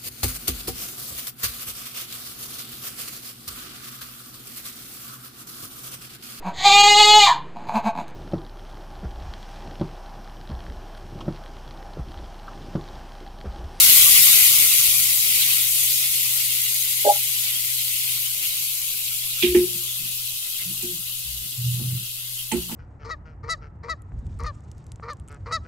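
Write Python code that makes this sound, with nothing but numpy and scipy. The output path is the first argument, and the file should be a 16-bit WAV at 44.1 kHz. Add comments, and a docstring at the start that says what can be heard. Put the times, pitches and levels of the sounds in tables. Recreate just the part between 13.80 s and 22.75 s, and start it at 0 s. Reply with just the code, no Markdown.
"""Hot syrup over roasted semolina

Syrup is poured into a hot pan: thousands of tiny clicks make a dense sizzle that dies away as it cools.
An empty steel pot is set down, then a spatula knocks, scrapes and judders: fading sine tones and noise.
Under it lie a stove hum (a wavering sine tone) and a low kitchen rumble (filtered noise), all in stereo."""
import sys
import numpy as np
from scipy import signal
from scipy.fft import rfft, irfft
from scipy.io import wavfile
from scipy.ndimage import uniform_filter1d, map_coordinates

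SR = 44100
rng = np.random.default_rng(int(sys.argv[2]) if len(sys.argv) > 2 else 0)


def generate_wav(sig):
    """Save sig (samples, or channels by samples) to the path in sys.argv[1] as 16-bit PCM at SR."""
    pcm = np.round(np.clip(np.atleast_2d(sig).T, -1, 1) * 32767).astype(np.int16)
    wavfile.write(sys.argv[1], SR, pcm)


N = 394694
TIME = np.arange(N) / SR

# Colour of the sizzle at the left and right port: f/Hz, level per Hz/dB
FIZZ_LEFT_COLOUR = [(2000, -6), (3200, -1), (4200, -3.5), (5600, -6.5), (7000, -4.5), (9000, -2),
                    (10700, 1), (12100, 3), (13300, 2), (14500, -3.5), (17500, -16.5)]
FIZZ_RIGHT_COLOUR = [(2000, -3), (3200, -0.5), (4200, -2), (5600, -7), (7000, -5.5), (9000, -6.5),
                     (10700, -5.5), (12100, -4.5), (13300, -15), (14500, -1), (17500, -12)]
# Fine fizz: level before the pour boost, loss by cooling, boost while syrup flows fully
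FIZZ_DB, FIZZ_COOLING_DB_PER_S, FIZZ_POUR_DB = -15.6, 2.05, 5.4
# Coarse sputter: the same three settings
SPUTTER_DB, SPUTTER_COOLING_DB_PER_S, SPUTTER_POUR_DB = -27, 1.5, 6.5
# Syrup reaches a hot spot and the boiling flares: middle t/s, length/s, fizz rise/dB, sputter rise/dB
FLARE_UPS = [(0.584, 0.36, 0.4, 1.3), (1.66, 0.63, 0.6, 3.5), (1.97, 0.33, 1.0, -0.5),
             (3.675, 0.17, 0.3, 4.0), (4.3, 0.27, 1.3, 3), (4.65, 0.12, 1.5, 1.5), (5.366, 0.14, 1, 0.5),
             (5.62, 0.14, 1.5, 6), (6.293, 0.2, 0.1, 2), (6.78, 0.79, 0.7, 1.4), (7.93, 0.12, 2, 1.5),
             (8.575, 0.3, 2.5, 0.6)]
# The sizzle's lower edge at first and at last
EDGE_FIRST_HZ, EDGE_LAST_HZ = 1950, 2560
# When that edge is halfway up, and how gradually it climbs, at each port
EDGE_LEFT_S, EDGE_LEFT_TAPER_S, EDGE_RIGHT_S, EDGE_RIGHT_TAPER_S = 1.5, 0.35, 5.46, 0.62
# Hollow wash of the boiling inside the pan: f/Hz, level per Hz/dB
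HOLLOW_COLOUR = [(150, -7), (370, 6), (510, -3.5), (620, 8), (750, -4), (950, 3), (1130, -3), (1400, 1.5),
                 (1720, 1), (2100, 16), (3200, -17.5)]
# Air resonances between the syrup and the rim: f/Hz, width/Hz, level/dB, left minus right/dB
AIR_RESONANCES = [(1154, 90, -5, -1), (1348, 58, -3.5, 0), (1554, 33, -6.5, -2.5)]
# The stream thins: when it is down to half, and how gradually
POUR_HALF_S, POUR_TAPER_S = 0.83, 0.25
# Colour of the plunging stream: f/Hz, level per Hz/dB
PLUNGE_COLOUR = [(15, -8), (40, 0.5), (70, -1), (130, -1.0), (190, -6.5), (280, -25),
                 (600, -35.0), (3000, -58.5)]
# Steam squeezes through the paste: t/s, length/s, f/Hz, level/dB
STEAM_SQUEAKS = [(4.43, 0.057, 3000, -34.5), (4.614, 0.064, 2770, -30.5), (4.745, 0.098, 2700, -40),
                 (6.054, .07, 3440, -35.5), (6.776, 0.067, 2130, -41), (8.56, 0.081, 3160, -36.5)]
# Tone of the pan's base, and of the pan rocking on its stand
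BASE_HZ, ROCK_HZ = 358.3, 64.2
# Modes (natural tones) of the filled pan: f/Hz, level/dB, time to fall by 60 dB/s
PAN_MODES = [(ROCK_HZ, -5, 0.57), (177.6, -9, 0.5), (232, 1, 0.15), (272, -9.5, 0.18), (320, -9, 0.11),
             (BASE_HZ, -12.5, 0.163), (359, -28, 0.82), (386, -25, 0.18), (468, -16.5, 0.17),
             (612, -23.5, 0.14), (843, -14.5, .09), (1345, -21, 0.11)]
# Modes of the spatula's steel blade: f/Hz, level/dB, time to fall by 60 dB/s
BLADE_MODES = [(880, 2, 0.082), (2480, -9, 0.054), (2930, -10, 0.14), (3200, -20, .1), (4230, -17, .2),
               (6900, -14, .2), (8030, -6, 0.15), (8650, -9, 0.11), (9150, -5, 0.13)]
# Spatula knocks: t/s, thud level/dB, hardest-driven f/Hz, scrape level/dB, scrape centre f/Hz,
# scrape rise/s, scrape time to fall by 60 dB/s, blade level/dB, left minus right/dB
SPATULA_KNOCKS = [(5.621, -27, 260, -18.5, 2920, 0.0054, 0.25, -51, -7),
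                  (5.745, -23.5, 330, -27.5, 2460, 0.0045, 0.2, -45, -9),
                  (6.518, -71, 300, -31, 8000, .002, .03, -62, -1),
                  (6.935, -63, 200, -35, 8000, .002, .03, -59, 0),
                  (7.023, -37.5, 278, -27, 9000, .002, .04, -62, -8),
                  (7.706, -56, 300, -34, 9000, .002, .03, -69, -6),
                  (7.993, -34.5, 190, -63, 1000, .005, .15, -61, -8),
                  (8.714, -40, 600, -26.5, 2640, 0.0033, 0.14, -35, -2),
                  (8.719, -21.5, 320, -18.5, 8200, .0007, 0.014, -29, -9),
                  (8.885, -41, 400, -43, 990, 0.014, .2, -57, -6),
                  (8.912, -32.5, 327, -40.5, 2510, 0.0095, 0.13, -40, -6)]
# Colour of the syrup splash at each knock: f/Hz, level per Hz/dB
SLOSH_COLOUR = [(40, -15), (250, -8), (450, -14), (650, -21.5), (880, -20.5), (1200, -23),
                (3000, -32), (9000, -65)]
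# The dragged spatula sticks and slips, driving one mode: t/s, length before fading/s, f/Hz, level/dB
SPATULA_JUDDERS = [(5.629, 0.025, BASE_HZ, -14.5), (5.659, 0.07, BASE_HZ, -20),
                   (5.665, 0.041, ROCK_HZ, -25), (5.744, 0.033, BASE_HZ, -7.7),
                   (5.786, 0.048, BASE_HZ, -15.5), (5.748, 0.033, ROCK_HZ, -28),
                   (6.854, 0.073, 179.3, -36.5), (7.025, 0.087, BASE_HZ, -35), (7.423, 0.2, 61.1, -40.5),
                   (7.766, 0.24, 122.3, -26), (7.829, 0.058, 124.2, -26), (8.022, 0.15, 124.7, -23),
                   (8.198, 0.044, 124.3, -35), (8.733, 0.026, 222, -32), (8.734, 0.048, BASE_HZ, -25),
                   (8.746, 0.056, ROCK_HZ, -32)]
# The spatula pushes through the syrup: middle t/s, length/s, level/dB
STIR_STROKES = [(5.96, 0.16, -51), (6.25, 0.27, -52), (6.95, 0.4, -48.5), (7.163, 0.17, -46),
                (7.65, 0.2, -50), (8.072, 0.44, -43.5), (8.94, 0.22, -44.5)]
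# Colour of the churning syrup: f/Hz, level per Hz/dB
CHURN_COLOUR = [(40, -13), (100, -16), (178, 11.0), (230, -8.0), (290, -8.5), (360, -7.0),
                (480, -38), (900, -38.5), (3000, -45)]
# Modes of the empty steel pot: f/Hz, level/dB, time to fall by 60 dB/s
POT_MODES = [(269, -3.5, 0.07), (360, -11.5, 0.055), (419, -6, 0.058), (481, -16, .04), (567, -5.5, 0.051),
             (596, -1, 0.082), (670, -8.5, 0.056), (708, -10, 0.053), (819.5, 2, 0.062), (814, -14.5, .1),
             (1610, -28.5, .06), (1910, -24, .06)]
# The pot bumps and rocks as it is set down: t/s, level/dB, hardest-driven f/Hz
POT_BUMPS = [(3.245, -15, 580), (3.257, -16.5, 464), (3.260, -5.5, 1300), (3.27, -12.5, 534),
             (3.285, -12.5, 885), (3.294, -11, 884), (3.312, -25, 616), (3.350, -32, 860),
             (3.374, -47, 860)]
# Each pot mode radiates in its own direction: f/Hz, left minus right/dB
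POT_SIDES = [(270, -13), (420, -14.5), (560, -0.5), (600, -1.5), (690, -10.5), (815, 0), (1900, -2)]
# Stove hum: centre of its wandering pitch, and its level before it wavers or sags
HUM_HZ, HUM_DB = 123.6, -50
# The hum sags briefly: middle t/s, length/s, depth/dB
HUM_DIPS = [(4.85, 1.8, 5.5), (6.7, 0.41, 17.5)]
# Colour of the kitchen rumble: f/Hz, level per Hz/dB
RUMBLE_COLOUR = [(15, 6.5), (40, -2), (62, 3.5), (88, -1.5), (130, 1.5), (180, -5), (260, -23.5),
                 (360, -13.5), (500, -26), (1500, -19), (4000, -44.5)]
# Upper limit of the final sound
CUT_HZ = 15760


def sizzle(fizz_surge_db=0.24, sputter_surge_db=0.55, split_hz=4800, steep=22, cluster_db=0.6,
           sputter_cluster_db=1.03, ring_db=2.03, sputter_ring_db=2.5, flutter_db=0.22):
    """Bursting bubbles: small ones fizz steadily, larger ones sputter in clumps at lower pitch."""
    hz, t, z = signal.stft(pops(), SR, nperseg=512, noverlap=384)
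    f = hz[:, None] + 1
    shape = amp([read(FIZZ_LEFT_COLOUR, hz), read(FIZZ_RIGHT_COLOUR, hz)])[:, :, None]
    edge = lower_edge(t)[:, None]
    shape = shape / np.sqrt(1 + np.minimum(edge / f, 10) ** (2 * steep))
    # share of each frequency that counts as coarse; the rest is fine
    coarse = 1 / (1 + (f / split_hz) ** 6)
    fine = 1 - coarse
    fine_db, coarse_db = boiling(t)
    power = (shape ** 2).mean(0)
    surge = np.interp(t, TIME, drift(5))
    fizz = amp(fine_db + fizz_surge_db * surge) ** 2 * fine / (power * fine).mean(0)
    sputter = amp(coarse_db + sputter_surge_db * surge) ** 2 * coarse / (power * coarse).mean(0)
    # clusters of like-sized bubbles come and go; single bubbles ring briefly in narrow bands
    clusters = patches(z.shape[1:], 12, 14)
    rings = patches(z.shape[1:], 2, 9)
    grain_db = clusters * (cluster_db * fine + sputter_cluster_db * coarse)
    grain_db += rings * (ring_db * fine + sputter_ring_db * coarse)
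    z = z * shape * np.sqrt(fizz + sputter) * amp(grain_db)
    sound = signal.istft(z, SR, nperseg=512, noverlap=384)[1][:, :N]
    return sound * amp(flutter_db * drift(18))


def pops(per_s=6000, late_per_s=2600, spread_db=1.0, blur=1.0, side_db=3, lead=4, lead_spread=2.5):
    """Tiny steam bubbles click, fewer as the pan cools; added noise blurs them into a smooth hiss."""
    rate = np.interp(TIME, [0, TIME[-1]], [per_s, late_per_s])
    size = amp(spread_db * np.minimum(rng.exponential(1, N), 4)) * rng.choice([-1, 1], N)
    # dividing by the root of the rate keeps the average power even
    clicks = size * (rng.random(N) < rate / SR) / np.sqrt(rate)
    # each bubble sits somewhere else in the pan; most reach the right port a few samples late
    late = np.round(lead + lead_spread * rng.standard_normal(N)).astype(int)
    right = np.bincount((np.arange(N) + late) % N, clicks, N)
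    ports = np.array([clicks, right]) * amp(side_db * rng.uniform(-1.2, 1, (2, N)))
    return unit(unit(ports) + blur * rng.standard_normal((2, N)))


def boiling(t):
    """Fizz and sputter strength in dB: fed by the stream, fading as the pan cools, with flare-ups."""
    flow = pouring(t)
    fine = FIZZ_DB - FIZZ_COOLING_DB_PER_S * t + FIZZ_POUR_DB * flow
    coarse = SPUTTER_DB - SPUTTER_COOLING_DB_PER_S * t + SPUTTER_POUR_DB * flow
    for middle_s, length_s, fine_db, coarse_db in FLARE_UPS:
        flare = arch(t, middle_s, length_s)
        fine = fine + fine_db * flare
        coarse = coarse + coarse_db * flare
    return fine, coarse


def lower_edge(t):
    """Lowest frequency of the sizzle at the two ports: it climbs early at the left, late at the right."""
    left = transition(t, EDGE_LEFT_S, EDGE_LEFT_TAPER_S)
    right = transition(t, EDGE_RIGHT_S, EDGE_RIGHT_TAPER_S)
    return EDGE_FIRST_HZ + (EDGE_LAST_HZ - EDGE_FIRST_HZ) * np.array([left, right])


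def wash(level_db=-51, follow=0.97, flutter_db=1.8):
    """The boiling also sounds the hollow of the pan, as a soft, smooth wash."""
    fine_db, coarse_db = boiling(TIME)
    strength_db = (fine_db + coarse_db) / 2
    swing_db = follow * (strength_db - strength_db.mean())
    source = rng.standard_normal((2, N))
    # each port hears a little of the other
    hollow = colour(source + 0.17 * source[::-1], HOLLOW_COLOUR)
    return hollow * amp(level_db + swing_db + flutter_db * drift(12))


def gurgle(surge_db=3.5, level_db=-22, follow=1.13, pour_db=6.0):
    """Large bubbles ring the air inside the rim in surges that follow the sputter and the stream."""
    source = pops()
    out = np.zeros((2, N))
    for hz, width_hz, db, balance_db in AIR_RESONANCES:
        # two passes narrow the band, so each is set wider
        band = signal.iirpeak(hz, hz / (1.7 * width_hz), SR)
        tone = unit(signal.lfilter(*band, signal.lfilter(*band, source)))
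        out += panned(tone, balance_db) * amp(db + surge_db * drift(14))
    return out * amp(level_db + follow * boiling(TIME)[1] + pour_db * pouring(TIME))


def pour(level_db=-44, flow_power=0.4, balance_db=-2):
    """The stream plunges into the pan with a soft, low rumble that follows its flow."""
    source = rng.standard_normal((2, N)) + .5 * rng.standard_normal(N)
    plunge = colour(source, PLUNGE_COLOUR)
    return panned(plunge * amp(level_db) * pouring(TIME) ** flow_power, balance_db)


def pouring(t):
    """Flow of the stream, easing from nearly 1 (full) towards 0."""
    return 1 - transition(t, POUR_HALF_S, POUR_TAPER_S)


def bubbles(count=150, level_db=-43, spread_db=6.0, low_hz=190, high_hz=1700, cycles=9, glide=0.045,
            settle_s=1.5, fade_db_per_s=5):
    """Air carried under by the stream rings in short, rising blips that grow rare and faint."""
    out = np.zeros((2, N))
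    t = np.arange(SR // 8) / SR
    for when, pitch, size, side in rng.random((count, 4)):
        s = min(-settle_s * np.log(1 - when), TIME[-1])
        hz = low_hz * (high_hz / low_hz) ** np.sqrt(pitch)
        turns = hz * t
        tone = np.sin(2 * np.pi * turns * (1 + glide * np.tanh(turns / cycles / 4)))
        blip = tone * np.exp(-turns / cycles) * np.minimum(turns / 2, 1)
        blip_db = level_db + spread_db * (2 * size - 1.5) - fade_db_per_s * s
        add(out, s, panned(blip * amp(blip_db), 8 * (side - .5)))
    return out


def squeaks(width_hz=130):
    """Escaping steam whistles briefly in a narrow, fuzzy band."""
    out = np.zeros((2, N))
    for s, length_s, hz, db in STEAM_SQUEAKS:
        noise = rng.standard_normal((2, SR // 4))
        band = unit(signal.lfilter(*signal.iirpeak(hz, hz / width_hz, SR), noise))
        window = np.sqrt(np.hanning(min(int(length_s * SR), SR // 4)))
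        add(out, s, amp(db) * band[:, :len(window)] * window)
    return out


def knocks(skirt_db=-22, slosh_db=-15, slosh_t60=0.4):
    """The spatula meets the pan: a dull thud, a syrup splash, a gritty scrape and a ringing blade."""
    out = np.zeros((2, N))
    t = np.arange(SR // 2) / SR
    for s, db, hz, scrape_db, scrape_hz, rise_s, t60, blade_db, balance_db in SPATULA_KNOCKS:
        scrape_colour = [(scrape_hz / 10, -40), (scrape_hz / 2, skirt_db), (scrape_hz * 0.8, 0),
                         (scrape_hz * 1.16, 0), (scrape_hz * 2, skirt_db), (scrape_hz * 10, -40)]
        scrape = colour(rng.standard_normal((2, len(t))), scrape_colour)
        scrape *= amp(scrape_db) * fall(t - rise_s, t60) * np.minimum(t / rise_s, 1)
        slosh = colour(rng.standard_normal(len(t)), SLOSH_COLOUR)
        slosh *= amp(slosh_db) * fall(t, slosh_t60) * np.minimum(t / 0.0035, 1)
        thud = ring(PAN_MODES, s, hz, focus_octaves=1.24, rise_s=0.022)
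        blade = ring(BLADE_MODES, s, 2500, focus_octaves=4, rise_s=0.0031)
        hit = scrape + amp(db) * (thud + slosh) + amp(blade_db) * blade
        add(out, s, panned(hit, balance_db))
    return out


def ring(modes, s, centre_hz, focus_octaves, rise_s):
    """A cushioned blow: modes near the centre frequency swell most, then each dies away."""
    t = np.arange(SR // 2) / SR
    hz, db, t60 = np.transpose(modes)[:, :, None]
    drive = np.exp(-.5 * (np.log2(hz / centre_hz) / focus_octaves) ** 2)
    swell = np.sin(np.pi / 2 * np.minimum(t / rise_s, 1)) ** 2
    tones = drive * amp(db) * fall(t - rise_s, t60) * np.sin(2 * np.pi * hz * (t + s))
    return swell * tones.sum(0)


def judders(grip_s=0.0081, release_s=0.018, rough=0.22, waver=0.16, balance_db=-1):
    """While the blade drags, one mode of the pan is kept ringing, uneven in strength and pitch."""
    out = np.zeros(N)
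    t = np.arange(SR // 2) / SR
    slip = waver * drift(45.5)[:len(t)]
    for s, length_s, hz, db in SPATULA_JUDDERS:
        # the swell takes at least four cycles
        swell = np.sin(np.pi / 2 * np.minimum(t / max(grip_s, 4 / hz), 1)) ** 2
        fade = np.exp(-np.maximum(t - length_s, 0) / release_s)
        add(out, s, amp(db) * swell * fade * np.sin(2 * np.pi * hz * (t + s) + slip))
    return panned(out * (1 + rough * drift(45)), balance_db)


def stir(lumps_db=3, balance_db=-3):
    """Thick syrup churns around the blade in dull lumps, swelling with each stroke."""
    churn = colour(rng.standard_normal(N), CHURN_COLOUR)
    push = sum(amp(db) * arch(TIME, middle_s, length_s) for middle_s, length_s, db in STIR_STROKES)
    return panned(churn * push * amp(lumps_db * drift(23)), balance_db)


def pot(left_late_s=0.00017):
    """The empty pot touches down and rocks, a little to the right, so the left port hears it later."""
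    out = np.zeros((2, N))
    modes = np.array(POT_MODES)
    balance_db = read(POT_SIDES, modes[:, 0])
    for port, side, late_s in ((out[0], .5, left_late_s), (out[1], -.5, 0)):
        # only the level column changes with the side
        heard = modes + np.outer(side * balance_db, [0, 1, 0])
        for s, db, hz in POT_BUMPS:
            add(port, s + late_s, amp(db) * ring(heard, s, hz, focus_octaves=0.35, rise_s=0.0094))
    return out


def stove(rumble_db=-53.5, balance_db=-8, rumble_balance_db=-4.5):
    """A hum that wavers slightly and sags briefly, over the low rumble of the kitchen."""
    turns = np.cumsum(HUM_HZ + 0.36 * drift(1.8)) / SR
    waver_db = 1.1 * drift(3)
    sag_db = sum(db * arch(TIME, middle_s, length_s) for middle_s, length_s, db in HUM_DIPS)
    # the root of 2 gives the sine an rms of 1
    hum = np.sqrt(2) * np.sin(2 * np.pi * turns) * amp(HUM_DB - sag_db + waver_db)
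    source = rng.standard_normal((2, N)) + 0.54 * rng.standard_normal(N)
    rumble = colour(source, RUMBLE_COLOUR) * amp(rumble_db)
    return panned(hum, balance_db) + panned(rumble, rumble_balance_db)


def kitchen(x, t60=0.48, wet_db=-20):
    """Hard, near walls add a short tail: fading noise, convolved with the sound."""
    t = np.arange(SR // 2) / SR
    tail = rng.standard_normal((2, len(t))) * fall(t, t60) * np.minimum(t / 0.0167, 1)
    echo = signal.fftconvolve(x, tail / np.linalg.norm(tail[0]), axes=1)[:, :N]
    return x + amp(wet_db) * echo


def amp(db):
    """Decibels to gain."""
    return 10 ** (np.asarray(db) / 20)


def unit(x):
    """Scales to rms (average strength) 1."""
    return x / np.sqrt(np.mean(x ** 2) + 1e-20)


def read(points, hz):
    """Reads dB values between listed points, joined on a log-frequency axis."""
    f, db = np.transpose(points)
    return np.interp(np.log(hz + 1), np.log(f), db)


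def colour(x, points):
    """Filters x by a spectrum; rms 1."""
    length = x.shape[-1]
    gain = amp(read(points, np.fft.rfftfreq(length, 1 / SR)))
    return unit(irfft(rfft(x) * gain, length))


def drift(rate_hz):
    """A smooth random curve of rms 1, through two random points per cycle of the rate."""
    knots = rng.standard_normal(N // 50)
    return unit(map_coordinates(knots, [TIME * rate_hz * 2], order=2, mode="wrap"))


def patches(shape, bins, frames):
    """Random blotches over frequency and time, rms 1."""
    blurred = uniform_filter1d(rng.standard_normal(shape), bins, axis=0)
    return unit(uniform_filter1d(blurred, frames, axis=1))


def fall(t, t60):
    """Decay from 1, by 60 dB in t60 seconds; stays at 1 before time 0."""
    return np.exp(-np.log(1000) * np.maximum(t, 0) / t60)


def transition(t, half_s, taper_s):
    """A smooth step from 0 to 1."""
    return .5 + .5 * np.tanh((t - half_s) / (2 * taper_s))


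def arch(t, middle_s, length_s):
    """A smooth swell from 0 to 1 and back."""
    return np.cos(np.pi * np.clip((t - middle_s) / length_s, -.5, .5)) ** 2


def add(mix, s, sound):
    """Adds a sound at time s, in seconds."""
    part = mix[..., round(s * SR):][..., :sound.shape[-1]]
    part += sound[..., :part.shape[-1]]


def panned(x, balance_db):
    """Spreads a sound over the two ports; a positive balance makes the left one louder."""
    return x * amp(np.array([[.5], [-.5]]) * balance_db)


def scene():
    """The pour, the boiling pan, the pot and the stove, with the spatula ringing in the room."""
    boil = sizzle() + wash() + gurgle() + bubbles() + squeaks()
    spatula = kitchen(knocks() + judders() + stir())
    return pour() + boil + stove() + pot() + spatula


def record(dry):
    """Clips at full scale, then steeply removes what lies above the upper limit."""
    low_pass = signal.firwin(801, CUT_HZ, window=("kaiser", 8), fs=SR)
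    return signal.oaconvolve(np.clip(dry, -1, 1), low_pass[None], "same", axes=1)


dry = scene()
out = record(dry)
generate_wav(out)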